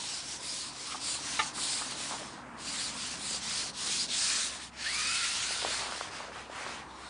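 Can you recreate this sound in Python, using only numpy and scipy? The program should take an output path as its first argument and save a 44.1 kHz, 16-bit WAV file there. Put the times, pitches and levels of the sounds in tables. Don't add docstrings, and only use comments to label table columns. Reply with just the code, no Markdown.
import sys
import numpy as np
from scipy import signal
from scipy.io import wavfile
from scipy.ndimage import uniform_filter1d

SR = 44100
rng = np.random.default_rng(int(sys.argv[2]) if len(sys.argv) > 2 else 0)


def generate_wav(signal):
    frames = np.transpose(np.atleast_2d(signal))
    scaled = np.clip(frames, -1, 1) * 32767
    pcm = np.round(scaled).astype(np.int16)
    wavfile.write(sys.argv[1], SR, pcm)


N = 312669
TIME = np.arange(N) / SR

# f/Hz, weight
SHARP_WEIGHT = [(4800, 0.2), (6200, 0.39), (7400, 1.17), (10000, 0.92)]


def pole_hiss(level_db=-0.5, rest_db=-70, patchy_db=1.5, flutter_db=0.6, grain_db=-0.1):
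    # t/s, duration/s, relative peak level/dB, fade/dB, hollow part/dB,
    # sharp part/dB, ridge f at mid-pull/Hz, ridge glide/Hz, ridge height/dB
    pulls = [(-0.105, 0.36, -40, 11, -10.5, -3.5, 5170, 0, 0.5),
             (0.181, 0.22, -44, 6.5, -7, -1.5, 5650, 600, 6),
             (0.372, 0.36, -41.3, 15, -8.5, -1.5, 4750, -700, 3.5),
             (0.652, 0.364, -43.5, 5, -5.5, -3, 5300, -2, 1.5),
             (0.989, 0.23, -39, 18.5, -8.5, 1, 4730, 0, 2), (1.163, 0.37, -39, 13.5, -7, -3, 5900, -2, 2),
             (1.52, 0.36, -37, 15, -10, 0, 4330, 0, 1.5), (1.832, 0.14, -42.5, 12, -5.5, -2, 4550, 0, 2),
             (1.932, 0.52, -40.5, 35.5, -5, -2.5, 4500, -2, 0),
             (2.56, 0.37, -39, 3.5, -5, -1, 4170, -2, 1.5), (2.842, 0.36, -41.5, 7.5, -5, -3.5, 5900, 0, 0),
             (3.152, 0.26, -38.5, 6, -8, -0.5, 4500, 600, 0.5),
             (3.379, 0.35, -37.5, 15, -6.5, -3.5, 4160, -1, 1.5),
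             (3.72, 0.36, -34, 7, -10, -4, 4400, 1002, 1),
             (4.06, 0.46, -32, 14.5, -10, -2.5, 3780, 602, -1),
             (4.447, 0.17, -43.5, 18, -2.5, -2.5, 4200, 0, 0.5),
             (4.569, 0.14, -49.5, 17, 1.5, -1.5, 4200, 0, 3.5), (4.702, 0.22, -50, 2, 6, -4, 4200, -5, -2),
             (4.749, 0.97, -35.5, 8.5, -3.5, -3.5, 4400, -100, 2.5),
             (5.643, 0.26, -38.5, 21, -0.5, -3, 3930, 3, 4),
             (5.806, 0.31, -43, 15, -3.5, -6, 4240, -2, 0.5),
             (6.09, 0.27, -47.5, 27.5, 2.5, -7.5, 5900, 0, 0.5), (6.31, 0.23, -52.5, 32, 5, -7, 3600, 8, 3),
             (6.484, 0.38, -48, 20, 5, -5.5, 3300, -3, 1.5), (6.79, 0.47, -56, 0, 0, -3, 4050, 3, 6)]
    t, hz = grid(size=512)
    power = np.tile(gain_of(rest_db + grip_spectrum(hz, hollow_db=6, sharp_db=-2)) ** 2, (len(t), 1))
    for start, length, *manner in pulls:
        during = (t > start) & (t < start + length)
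        power[during] += pull_power(t[during, None], hz, start, length, *manner)
    field_db = 10 * np.log10(power)
    field_db += patchy_db * patches(field_db.shape, frames=24, bins=7)
    field_db += flutter_db * patches((len(t), 1), frames=8, bins=1)
    grain = patches((N, 1), frames=24, bins=1)[:, 0]
    return shaped_noise(field_db + level_db) * gain_of(grain_db * grain)


def pull_power(t, hz, start, length, db, fade_db, hollow_db, sharp_db, ridge_hz, glide_hz, ridge_db):
    ridge_width_hz, brightening = 660, 0.29
    level_db = 20 * np.log10(stroke(t, start, length, db, fade_db) + 1e-9)
    centre_hz = ridge_hz + glide_hz * ((t - start) / length - .5)
    ridge = ridge_db * np.exp(-((hz - centre_hz) / ridge_width_hz) ** 2)
    treble_db = brightening * (level_db - db) * read_spectrum(SHARP_WEIGHT, hz)
    return gain_of(level_db + grip_spectrum(hz, hollow_db, sharp_db) + ridge + treble_db) ** 2


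def grip_spectrum(hz, hollow_db, sharp_db, notch_db=2.0, notch_hz=6200, notch_width_hz=600):
    # f/Hz, relative spectral level/dB
    friction = [(300, -20), (800, -21.5), (1300, -9), (2000, -4.5), (3100, -2), (4200, 0.5), (5000, 0),
                (6100, -2), (7500, -1), (9600, -3.5)]
    # f/Hz, weight
    hollow_weight = [(500, 0.54), (1500, 1), (2600, 0.67), (3800, 0.0097)]
    base_db = read_spectrum(friction, hz)
    bands_hz = [(3300, 6500), (1500, 3000), (7000, 9800)]
    power = gain_of(base_db) ** 2
    core, low, high = (10 * np.log10(np.mean(power * (hz > a) * (hz < b))) for a, b in bands_hz)
    hollow_boost = hollow_db - (low - core)
    sharp_boost = sharp_db - (high - core)
    hollow = hollow_boost * read_spectrum(hollow_weight, hz)
    sharp = sharp_boost * read_spectrum(SHARP_WEIGHT, hz)
    notch = notch_db * np.clip(sharp_boost, 0, 2) * np.exp(-((hz - notch_hz) / notch_width_hz) ** 2)
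    return base_db - core + hollow + sharp - notch


def stroke(t, start, length, db, fade_db, speed_up_s=0.28, stop_s=0.04):
    progress = np.clip((t - start) / length, 0, 1)
    speed = np.tanh(progress * length / speed_up_s) * np.tanh((1 - progress) * length / stop_s)
    shape = speed * gain_of(-fade_db * progress)
    return gain_of(db) * shape / (shape.max() + 1e-12)


def pole_knock(chatter_db=-12, chatter_hz=2300, chatter_width_hz=2200, rise_s=0.0038, decay_scale=0.91):
    # f/Hz, relative level/dB, unscaled 60 dB decay time/s
    modes = [(450, -12, 0.082), (760, -15.5, 0.21), (843, -13, 0.26), (874, -5.5, 0.18), (1190, -2, 0.14),
             (1248, 2, 0.092), (1364, 0, 0.075), (1710, -12, 0.06), (1787, -5, 0.13), (2044, -0.5, 0.089),
             (2160, -6, 0.12), (2280, 1.5, 0.061), (2680, -10, 0.1), (2830, -8, 0.09), (3540, -7, 0.086),
             (3850, -3, 0.081), (4000, -12, 0.054)]
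    # t/s, relative level/dB, chatter duration/s
    blows = [(1.3908, -20, 0.031)]
    out, t = np.zeros(N), np.arange(SR // 4) / SR
    for start, db, length in blows:
        ring = np.zeros(len(t))
        for hz, mode_db, t60 in modes:
            decay = gain_of(mode_db - 60 * t / (t60 * decay_scale))
            ring += decay * np.sin(2 * np.pi * (hz * t + rng.random()))
        ring /= np.linalg.norm(gain_of(np.array(modes)[:, 1])) / 2
        ring *= 1 - np.exp(-t / rise_s)
        chatter = resonant_noise(chatter_hz, chatter_width_hz, len(t)) * np.exp(-(t / length) ** 2)
        add(out, start, gain_of(db) * (ring + gain_of(chatter_db) * chatter))
    return out


def pole_song(width_hz=150, fade_s=0.02, steady=0.55):
    # t/s, upper f/Hz, upper level/dB, lower f/Hz, lower level/dB
    whistle = [(4.825, 1330, -52, 900, -75), (4.865, 1770, -37.5, 1000, -67), (4.885, 1830, -38, 1040, -64),
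               (4.905, 2070, -41.5, 1100, -60), (4.95, 2300, -40.5, 1190, -55),
               (4.99, 2400, -40, 1230, -45), (5.07, 2495, -42.5, 1310, -47), (5.12, 2540, -40, 1390, -43.5),
               (5.17, 2550, -40, 1390, -46), (5.22, 2580, -48.5, 1390, -40.5), (5.29, 2660, -48, 1350, -50),
               (5.38, 2800, -51, 1330, -49), (5.48, 2920, -47, 1490, -50), (5.56, 2900, -50, 1450, -46),
               (5.65, 2850, -58, 1430, -55)]
    upper_hz, upper_db, lower_hz, lower_db = follow(whistle, TIME)
    sounding = np.clip(np.minimum(TIME - whistle[0][0], whistle[-1][0] - TIME) / fade_s, 0, 1)
    upper = gain_of(upper_db) * resonant_noise(upper_hz, width_hz, N, steady)
    lower = gain_of(lower_db) * resonant_noise(lower_hz, width_hz, N, steady)
    return sounding * (upper + lower)


def sleeve_rustle(level_db=-2, crumple_db=2.5, patter_db=-8, folds_per_s=110, patter_hz=800):
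    # f/Hz, relative spectral level/dB
    cloth = [(150, -17.5), (330, -6.5), (550, -8), (950, 2.5), (1500, -1), (2200, -5), (4000, -24.5)]
    # t/s, duration/s, relative peak level/dB, fade/dB
    moves = [(0.913, 2.82, -47.5, 5), (3.766, 0.17, -45.5, 0), (5.468, 0.51, -41.5, 6),
             (5.898, 0.44, -44.5, 10), (6.311, 0.13, -43, 4), (6.498, 0.45, -42, 26.5),
             (6.894, 0.31, -49.5, 11)]
    t, hz = grid(size=256)
    field_db = read_spectrum(cloth, hz) + crumple_db * patches((len(t), len(hz)), frames=4, bins=6)
    folds = (rng.random(N) < folds_per_s / SR) * rng.standard_normal(N)
    cycles = np.arange(-SR // 200, SR // 200) / SR * patter_hz
    snap = np.cos(2 * np.pi * cycles) * np.exp(-(2 * cycles) ** 2)
    patter = gain_of(patter_db) * unit_rms(signal.oaconvolve(folds, snap, "same"))
    motion = sum(stroke(TIME, *move) for move in moves)
    return (unit_rms(shaped_noise(field_db)) + patter) * gain_of(level_db) * motion


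def tackle_ticks(rise_cycles=0.37, ring_db=-20, ring_cycles=3, low_cut_hz=200):
    # t/s, relative level/dB, f/Hz, duration/cycles
    ticks = [(0.9452, -30.5, 1180, 7), (0.9462, -37, 810, 4), (0.9531, -31, 880, 2.7),
             (0.955, -36, 1150, 6), (2.111, -26, 1000, 1.6), (2.124, -27, 900, 1.6), (3.3102, -32, 550, 1),
             (3.8962, -31, 600, 1), (5.5075, -30.5, 640, 1.5), (5.625, -32, 550, 1.9),
             (5.6425, -35, 950, 2), (5.6486, -16, 760, 1.35), (5.9226, -18.4, 1100, 1),
             (5.9238, -31, 700, 1), (6.0108, -17, 1030, 1), (6.0122, -33, 700, 1.5), (5.656, -34, 450, 2),
             (5.663, -35, 520, 2), (5.676, -28, 1150, 2), (5.6845, -32, 550, 1.5), (5.7445, -26, 1360, 1.7),
             (5.7974, -27, 1500, 1), (5.825, -29, 950, 1), (5.872, -34, 1110, 1.5), (5.976, -31, 860, 1.5),
             (6.2026, -28, 956, 1.5), (6.2060, -27.5, 840, 1.4), (6.2513, -33, 750, 1.5),
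             (6.32, -29, 1200, 1), (6.3595, -28, 900, 1), (6.4982, -30, 600, 1.7), (6.6645, -22, 1130, 1.2),
             (6.6675, -36, 640, 1.5)]
    out, t = np.zeros(N), np.arange(SR // 30) / SR
    for start, db, hz, length in ticks:
        cycles = t * hz
        body = np.sqrt(np.clip(1 - cycles / length, 0, 1))
        ring = gain_of(ring_db) * np.exp(-cycles / ring_cycles)
        envelope = np.tanh(cycles / rise_cycles) * (body + ring)
        add(out, start, gain_of(db) * envelope * np.sin(2 * np.pi * cycles))
    return signal.sosfilt(signal.butter(2, low_cut_hz, "highpass", fs=SR, output="sos"), out)


def grip_scuffs():
    # t/s, duration/s, level at the crest/dB, centre f/Hz, bandwidth/Hz, glide/Hz
    scuffs = [(0.125, 0.06, -42.5, 5000, 550, 0), (0.47, 0.075, -41.5, 5000, 500, -300),
              (0.861, 0.1, -45.5, 1238, 380, 0), (0.906, 0.038, -42, 2730, 1500, 0),
              (1.573, 0.023, -39, 1310, 1500, 0), (1.811, 0.024, -39, 1190, 700, 0),
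              (2.096, 0.082, -41, 908, 700, 3), (2.189, 0.049, -46, 570, 300, 0),
              (2.809, 0.11, -44, 4300, 900, 0), (3.306, 0.08, -40.5, 4600, 800, 0),
              (3.336, 0.023, -45.5, 517, 500, 0), (3.971, 0.075, -35.5, 4790, 550, 1000),
              (4.076, 0.12, -36, 3620, 1700, -400), (4.15, 0.34, -46.5, 2470, 200, 0),
              (4.17, 0.36, -47, 1399, 600, -1.5), (4.191, 0.083, -35, 5030, 600, -400),
              (4.379, 0.096, -41, 4000, 500, -400), (4.15, 0.4, -45.5, 1780, 400, 0),
              (4.45, 0.24, -53.5, 1770, 240, 0), (4.76, 0.12, -50, 1790, 220, 0),
              (5.616, 0.072, -50, 564, 450, 0), (6.266, 0.064, -48.5, 519, 400, 2)]
    out = np.zeros(N)
    for start, length, db, hz, width_hz, glide_hz in scuffs:
        size = int(length * SR)
        rub = resonant_noise(hz + glide_hz * np.linspace(-.5, .5, size), width_hz, size)
        add(out, start, gain_of(db) * rub * np.sin(np.linspace(0, np.pi, size)))
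    return out


def wind(level_db=-50.5, patchy_db=2.0, lull_s=4.71, lull_width_s=0.057, lull_db=-4.5):
    # f/Hz, relative spectral level/dB
    wash = [(15, -28), (25, -26), (81, -5.5), (163, -5), (249, -3.5), (381, -7), (514, -6), (597, -6.5),
            (890, -3.5), (984, -1), (1200, -4.5), (1430, -6.5), (1540, -6), (1980, -17), (9800, -76)]
    t, hz = grid(size=2048)
    field_db = read_spectrum(wash, hz) + patchy_db * patches((len(t), len(hz)), frames=10, bins=8)
    dip_db = lull_db * np.exp(-((TIME - lull_s) / lull_width_s) ** 2)
    return gain_of(level_db + dip_db) * unit_rms(shaped_noise(field_db))


def diffuse_wind(level_db=-66):
    # f/Hz, relative spectral level/dB
    diffuse = [(25, -5), (60, -1.5), (250, 0.5), (500, -2), (1000, 1), (2000, -9), (5000, -20), (9800, -24)]
    t, hz = grid(size=2048)
    field_db = np.tile(read_spectrum(diffuse, hz), (len(t), 1))
    return gain_of(level_db) * unit_rms(shaped_noise(field_db))


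def far_engine(waver=0.28, waver_width_hz=7.1, roar_width_hz=120):
    # starting f/Hz, sag/(Hz/s), loudest t/s, level then/dB, fall to either side/(dB/s)
    notes = [(66, 0.275, 6.3, -62, 1), (139.7, 1.3, 2.2, -60.5, 4)]
    # t/s, centre f/Hz, level/dB
    roar = [(0, 290, -65), (1.3, 279.7, -55.5), (2.5, 255.5, -53.5), (3.4, 205.3, -54), (4.1, 234.2, -56.5),
            (4.7, 232.8, -61), (7.09, 230.6, -73)]
    out = np.zeros(N)
    for start_hz, sag, loudest_s, db, fall in notes:
        hz = start_hz - sag * TIME
        tone = np.sqrt(2) * np.sin(2 * np.pi * np.cumsum(hz) / SR)
        wavering = waver * resonant_noise(hz, waver_width_hz, N)
        out += gain_of(db - fall * abs(TIME - loudest_s)) * (tone + wavering)
    roar_hz, roar_db = follow(roar, TIME)
    return out + gain_of(roar_db) * resonant_noise(roar_hz, roar_width_hz, N)


def resonant_noise(hz, width_hz, size, steady=0):
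    pole = np.exp(-np.pi * abs(width_hz) / SR)
    white = rng.standard_normal(size) + 1j * rng.standard_normal(size)
    baseband = signal.lfilter([1], [1, -2 * pole, pole * pole], white)
    carrier = np.exp(2j * np.pi * np.cumsum(hz * np.ones(size)) / SR)
    return unit_rms((baseband / abs(baseband) ** steady * carrier).real)


def shaped_noise(field_db):
    size = 2 * (field_db.shape[1] - 1)
    white = rng.standard_normal(field_db.shape) + 1j * rng.standard_normal(field_db.shape)
    _, sound = signal.istft((white * gain_of(field_db)).T, nperseg=size, noverlap=size - size // 4)
    return sound[:N] * np.sqrt(3 / size)


def patches(shape, frames, bins):
    smooth_in_time = uniform_filter1d(rng.standard_normal(shape), frames, axis=0)
    return unit_rms(uniform_filter1d(smooth_in_time, bins, axis=1))


def grid(size):
    hop = size // 4
    return np.arange(N // hop + 5) * hop / SR, np.fft.rfftfreq(size, 1 / SR)


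def read_spectrum(points, hz):
    f, value = np.transpose(points)
    return np.interp(np.log(hz + 1), np.log(f + 1), value)


def follow(rows, t):
    times, *columns = np.transpose(rows)
    return [np.interp(t, times, column) for column in columns]


def add(mix, start, sound):
    part = mix[round(start * SR):][:len(sound)]
    part += sound[:len(part)]


def gain_of(db):
    return 10 ** (np.asarray(db) / 20)


def unit_rms(x):
    return x / np.sqrt(np.mean(x ** 2) + 1e-20)


def scene(scatter_db=-30):
    angler = pole_hiss() + pole_song() + sleeve_rustle() + pole_knock() + tackle_ticks() + grip_scuffs()
    centre = angler + wind() + far_engine()
    side = diffuse_wind() + gain_of(scatter_db) * pole_hiss()
    return np.array([centre + side, centre - side])


def record(dry, cutoff_hz=10000):
    lowpass = signal.firwin(601, cutoff_hz, window=("kaiser", 8), fs=SR)
    return signal.oaconvolve(dry, lowpass[None], "same")


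dry = scene()
out = record(dry)
generate_wav(out)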